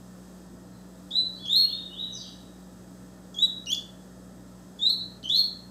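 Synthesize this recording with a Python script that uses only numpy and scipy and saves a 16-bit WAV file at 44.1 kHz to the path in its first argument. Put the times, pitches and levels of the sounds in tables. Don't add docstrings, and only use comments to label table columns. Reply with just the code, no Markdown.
import sys
import numpy as np
from scipy import signal
from scipy.fft import rfft, irfft
from scipy.io import wavfile
from scipy.ndimage import uniform_filter1d

SR = 44100
rng = np.random.default_rng(int(sys.argv[2]) if len(sys.argv) > 2 else 0)


def magnitude_from_level(level_db):
    exponent = np.asarray(level_db, float) / 20
    return 10 ** exponent


def file_out(sig):
    cols = np.atleast_2d(sig).T
    lim = np.clip(cols, -1, 1)
    pcm = np.round(lim * 32767).astype(np.int16)
    wavfile.write(sys.argv[1], SR, pcm)


N = 251400
SHAFT_HZ, MAINS_HZ = 59.32, 60.0


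def at_hz(points, hz):
    table_hz, values = np.array(points).T
    return np.interp(np.log(hz), np.log(table_hz), values)


def drift(rate_hz):
    pole = np.exp(-2 * np.pi * rate_hz / SR)
    slow = signal.lfilter([1], [1, -2 * pole, pole * pole], rng.standard_normal(N + SR))[SR:]
    return slow / np.std(slow)


def coloured_noise(spectrum, ripple_db):
    hz = np.maximum(np.fft.rfftfreq(N, 1 / SR), 1)
    modes = np.interp(hz, np.arange(0, SR / 2, 14.0), rng.standard_normal(1575))
    gain = magnitude_from_level(at_hz(spectrum, hz) + ripple_db * modes)
    noise = irfft(rfft(rng.standard_normal(N)) * gain, N)
    return noise / np.std(noise)


def rattle():
    # (frequency [Hz], level [dB rms])
    typical = [(2500, -110), (3500, -95), (5000, -105.5), (6500, -87.5), (8000, -103.5), (8600, -98.5),
               (9300, -100), (12000, -100)]
    # (frequency [Hz], level [dB rms])
    strong_lines = [(3262, -80), (3736, -85), (4565, -85), (4861, -84), (5163, -81), (5216, -83),
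                    (5599, -84), (6169, -85), (6288, -84), (6853, -87), (7144, -84), (7445, -83),
                    (7564, -86), (7709, -82), (8010, -81), (8032, -83), (8070, -85), (8161, -85),
                    (8220, -83), (8269, -84), (8393, -86), (9550, -92), (10142, -91), (11962, -91)]
    step_hz = SHAFT_HZ / 2
    orders = np.arange(1, 420)
    sizes = magnitude_from_level(at_hz(typical, orders * step_hz) + 3.2 * rng.standard_normal(len(orders)))
    for hz, db in strong_lines:
        sizes[round(hz / step_hz) - 1] = magnitude_from_level(db + 0.8)
    length = 2 ** 14
    partials = np.zeros(length // 2 + 1, complex)
    partials[orders] = sizes * np.exp(2j * np.pi * rng.random(len(orders)))
    pattern = irfft(partials, length) * length / np.sqrt(2)
    cycles = np.cumsum(step_hz * (1 + 0.00021 * drift(0.55))) / SR
    return np.interp(cycles % 1 * length, np.arange(length), pattern, period=length)


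def appliance():
    # (frequency [Hz], level [dB rms])
    hum = [
        (SHAFT_HZ, -59.5),
        (2 * SHAFT_HZ, -61),
        (2 * MAINS_HZ, -65),
        (183.7, -50),
    ]
    # (frequency [Hz], density [dB per Hz])
    rumble = [(30, -56), (45, -35), (56, -17.5), (75, -16.5), (110, -7), (160, -13), (205, -8.5), (245, -3),
              (330, -8.5), (440, -16), (510, -13), (1040, -23.5), (1320, -22.5), (1550, -28), (1800, -25),
              (2300, -42), (4000, -91.5)]
    rumble_db, wander_db, wander_rad = -51, 0.7, 0.12
    t = np.arange(N) / SR
    tones = np.zeros(N)
    for hz, db in hum:
        level = np.sqrt(2) * magnitude_from_level(db + wander_db * drift(2.2))
        tones += level * np.sin(2 * np.pi * hz * t + wander_rad * drift(0.79))
    rumbling = magnitude_from_level(rumble_db) * coloured_noise(rumble, ripple_db=2.0)
    return tones + rumbling + magnitude_from_level(0.69 * drift(1.5)) * rattle()


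def microphone_hiss():
    # (frequency [Hz], density [dB per Hz])
    hiss = [(1350, -51.5), (2300, -12), (2510, -7.5), (3120, -9.5), (3380, -8.5), (3540, -6.5),
            (4760, -5.5), (5040, -5), (6830, -11), (8010, -0.5), (9260, -15), (10200, -10.5), (15600, -14)]
    hiss_db, settles_db_per_s = -63, 0.23
    swell_db = hiss_db - settles_db_per_s * (np.arange(N) - N / 2) / SR
    return magnitude_from_level(swell_db + 0.5 * drift(3.5)) * coloured_noise(hiss, ripple_db=2.2)


def whistle(rows, overtone_db, flutter_db, waver, flutter, brightens):
    # (frequency [Hz], gain [dB])
    mic = [(2500, -3), (4000, 7), (6000, 9), (8000, -1), (9300, 0), (11000, -1.5), (13000, 10.5),
           (15500, 4)]
    soft_waver_per_db = 0.35
    bright_reference_db = -27.5
    s, hz, level_db = np.transpose(rows)
    span = np.arange(int(s[0] * SR), int(s[-1] * SR))
    t = span / SR
    effort_db = np.interp(t, s, level_db)
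    loose = magnitude_from_level(soft_waver_per_db * np.clip(level_db.max() - effort_db, 0, 20))
    glide_hz = uniform_filter1d(np.interp(t, s, hz), size=130)
    pitch_hz = glide_hz * (1 + loose * waver[span])
    phase = 2 * np.pi * np.cumsum(pitch_hz) / SR
    unsteady_db = flutter_db * flutter[span]
    tone = np.sin(phase)
    for k, (below_db, slope) in enumerate(zip(overtone_db, brightens), start=2):
        bright_db = slope * (bright_reference_db - effort_db)
        tone += magnitude_from_level(below_db + bright_db + at_hz(mic, k * pitch_hz) + unsteady_db) * np.sin(k * phase)
    edges = np.clip(np.minimum(t - t[0], t[-1] - t) / 0.0063, 0, 1)
    out = np.zeros(N)
    out[span] = np.sqrt(2) * magnitude_from_level(effort_db + unsteady_db) * edges * tone
    return out


def even_out(response, width):
    spectrum = rfft(response)
    power = np.abs(spectrum) ** 2
    excess = np.log(uniform_filter1d(power, int(width)) / uniform_filter1d(power, size=900)) / 2
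    half = len(response) // 2
    cepstrum = irfft(-excess, len(response))
    cepstrum[1:half] *= 2
    cepstrum[half:] = 0
    return irfft(spectrum * np.exp(rfft(cepstrum)), len(response))


def room(x, direct_db, wet_db, early_db, gap_s, build_s, linger):
    # (frequency [Hz], T60 [s])
    room_t60 = [(2500, 0.41), (3400, 0.4), (3900, 0.44), (4350, 0.47), (5000, 0.38), (7000, .37),
                (13000, 0.33)]
    early_t60_s = 0.1
    t = np.arange(int(SR * 0.9)) / SR
    edges_hz = 1800 * 2 ** np.arange(0, 3.3, 0.2)
    early = magnitude_from_level(early_db - 60 * t / early_t60_s)
    tail = np.zeros(len(t))
    for low, high in zip(edges_hz, edges_hz[1:]):
        band_filter = signal.butter(2, [low, high], "band", fs=SR, output="sos")
        band = signal.sosfilt(band_filter, rng.standard_normal(len(t)))
        late = magnitude_from_level(-60 * t / (linger * at_hz(room_t60, np.sqrt(low * high))))
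        tail += band * (late + early)
    tail *= 1 - np.exp(-np.maximum(t - gap_s, 0) / build_s)
    energy = np.sum(tail ** 2) * SR / 2 / (edges_hz[-1] - edges_hz[0])
    tail = magnitude_from_level(wet_db) * tail / np.sqrt(energy)
    tail[0] = magnitude_from_level(direct_db)
    return signal.fftconvolve(x, even_out(tail, width=19.8))[:N]


def far_song(notes, overtone_db, flutter_db, waver_share):
    waver, flutter = waver_share * drift(89), drift(120)
    return sum(whistle(rows, overtone_db, flutter_db, waver, flutter, (0, 0)) for rows in notes)


def distant_bird():
    # (start [s], length [s], from [Hz], to [Hz], peak [dB])
    distant_notes = [
        (0.704, 0.037, 4420, 3750, -60.5),
        (1.328, 0.03, 5600, 5400, -61),
        (1.338, 0.038, 4860, 4050, -48),
        (2.109, 0.095, 6410, 3990, -39.5),
        (2.203, 0.0477, 3730, 2720, -45.5),
    ]
    peak_share, start_db, end_db = 0.35, -11.5, -4
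    chirps = []
    for s, length_s, from_hz, to_hz, db in distant_notes:
        peak_hz = from_hz + peak_share * (to_hz - from_hz)
        chirps.append([(s, from_hz, db + start_db),
                       (s + peak_share * length_s, peak_hz, db),
                       (s + length_s, to_hz, db + end_db)])
    song = far_song(chirps, (), flutter_db=6.5, waver_share=0.0067)
    return room(song, direct_db=-25.5, wet_db=-4.0, early_db=2.5, gap_s=0.0005, build_s=0.02, linger=1.3)


def rasps():
    rasp_times = [1.106, 1.456, 1.578, 3.342, 3.659, 3.716, 3.746, 4.788, 4.889, 5.229, 5.288, 5.362]
    # (peak [dB], centre [Hz], length [s])
    rasp_kinds = [(-44.5, 4500, .002), (-45, 5420, .002), (-38, 5800, 0.0016), (-47, 6000, 0.0043),
                  (-43, 4800, 0.0031), (-33, 4800, 0.0054), (-32, 5200, 0.0065), (-54, 4800, .0064),
                  (-45, 5000, .0084), (-41, 3850, 0.0035), (-42, 6000, 0.0092), (-33, 5500, 0.0025)]
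    out, t = np.zeros(N), np.arange(1300) / SR
    for s, (peak_db, hz, length_s) in zip(rasp_times, rasp_kinds):
        swell = np.sqrt(np.abs(np.sin(np.pi * t / length_s)))
        puff = rng.standard_normal(len(t)) * (t < length_s) * swell
        puff[0] = magnitude_from_level(10.5)
        throat = signal.butter(2, [hz * 0.83, hz * 1.14], "band", fs=SR, output="sos")
        at = round(s * SR)
        out[at:at + len(t)] += magnitude_from_level(peak_db + 7) * signal.sosfilt(throat, puff)
    return out


def near_bird():
    # (time [s], pitch [Hz], level [dB])
    phrase_1 = [
        [(1.107, 3310, -38), (1.127, 3770, -37), (1.147, 3767, -30.5), (1.166, 3984, -28), (1.198, 4018, -22),
         (1.225, 3882, -35.5)],
        [(1.455, 2835, -47.5), (1.468, 3200, -46), (1.492, 3360, -34), (1.5, 3530, -28), (1.548, 3880, -25),
         (1.56, 4104, -24), (1.586, 4289, -23.5), (1.622, 4302, -19.5), (1.642, 4300, -32.5)],
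    ]
    phrase_2 = [
        [(3.343, 3450, -38), (3.353, 3270, -45.5), (3.381, 3290, -43), (3.39, 3455, -25.5),
         (3.399, 3590, -40.5), (3.42, 3780, -29), (3.428, 3894, -19), (3.454, 3886, -25), (3.465, 3040, -47.5)],
        [(3.66, 3100, -65), (3.672, 2892, -38.5), (3.69, 2795, -43), (3.706, 3050, -35.5), (3.724, 3357, -30.5),
         (3.733, 3450, -23), (3.741, 3445, -38.5), (3.753, 2980, -50)],
    ]
    phrase_3 = [
        [(4.788, 3420, -48.5), (4.81, 3506, -37), (4.834, 3712, -24), (4.854, 3728, -28.5),
         (4.867, 3996, -18.5), (4.892, 3970, -29), (4.903, 4244, -23.5), (4.93, 4293, -36)],
        [(5.231, 3043, -66), (5.241, 3037, -39.5), (5.29, 3131, -38), (5.3, 3412, -23.5), (5.342, 3963, -28),
         (5.35, 4083, -19), (5.364, 4206, -30), (5.372, 4360, -20.5), (5.42, 4218, -27)],
    ]
    # (2nd [dB], 3rd [dB], 4th [dB], flutter [dB], pitch waver [share])
    voices = [
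        (-33, -46.5, -63, 1, 0.0043),
        (-28.5, -34, -47, 2, .005),
        (-26, -37, -44.5, 0, 0.0028),
        (-19.5, -29, -36, 1.5, 0.011),
        (-29, -39.5, -54, 1.5, 0.0064),
        (-30.5, -36.5, -48, 2.5, 0.0086),
    ]
    brightens = (0.43, 0.22, 0.22)   # 2nd, 3rd, 4th overtone [dB per dB of softening]
    waver, flutter = drift(200), drift(61)
    song = rasps()
    for rows, (*overtone_db, flutter_db, share) in zip(phrase_1 + phrase_2 + phrase_3, voices):
        song += whistle(rows, overtone_db, flutter_db, share * waver, flutter, brightens)
    return song


def near_in_room():
    turns_s = [
        0,
        3.0,
        3.655,
        4.5,
        6,
    ]
    # (direct [dB], reflected [dB], decay time [share of T60])
    postures = [
        (0, 2.5, 0.91),
        (0.5, 3, 0.93),
        (2.5, -0.5, 0.98),
        (-0.5, 3, .93),
    ]
    song, t = near_bird(), np.arange(N) / SR
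    out = np.zeros(N)
    for start, end, (direct_db, wet_db, linger) in zip(turns_s, turns_s[1:], postures):
        held = song * (t >= start) * (t < end)
        out += room(held, direct_db, wet_db, early_db=6.0, gap_s=0.003, build_s=0.0013, linger=linger)
    return out


def far_bird():
    # (time [s], pitch [Hz], level [dB])
    prelude = [
        (1.378, 3124, -59),
        (1.405, 3370, -46),
        (1.47, 3358, -29.5),
    ]
    # (start [s], length [s], top pitch [Hz], peak [dB])
    far_notes = [
        (1.619, .23, 3718, -30),
        (1.891, .225, 3870, -28),
    ]
    # (time [share of length], pitch [share of top], level [dB re peak])
    shape = [
        (0.0, .735, -32.5),
        (0.129, .76, -14.5),
        (.27, .79, -18),
        (.48, .98, 0),
        (0.679, 1.0, -2.5),
        (.88, 1, -14),
        (1.002, .97, -24),
    ]
    notes = [prelude]
    for s, length_s, top_hz, peak_db in far_notes:
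        notes.append([(s + length_s * share, top_hz * ratio, peak_db + db) for share, ratio, db in shape])
    song = far_song(notes, (-42, -37), flutter_db=2.0, waver_share=0.0087)
    return room(song, direct_db=-7, wet_db=-5.5, early_db=0.0, gap_s=0.0031, build_s=0.0047, linger=1.93)


def scene():
    machine = appliance() + microphone_hiss()
    birds = distant_bird() + near_in_room() + far_bird()
    return (machine + birds)[None]


def band_limit(x):
    return signal.sosfilt(signal.butter(12, 15720, fs=SR, output="sos"), x)


def record(dry):
    low_pass = signal.cheby2(16, 80, 16400, fs=SR, output="sos")
    return band_limit(signal.sosfilt(low_pass, dry))


dry = scene()
out = record(dry)
file_out(out)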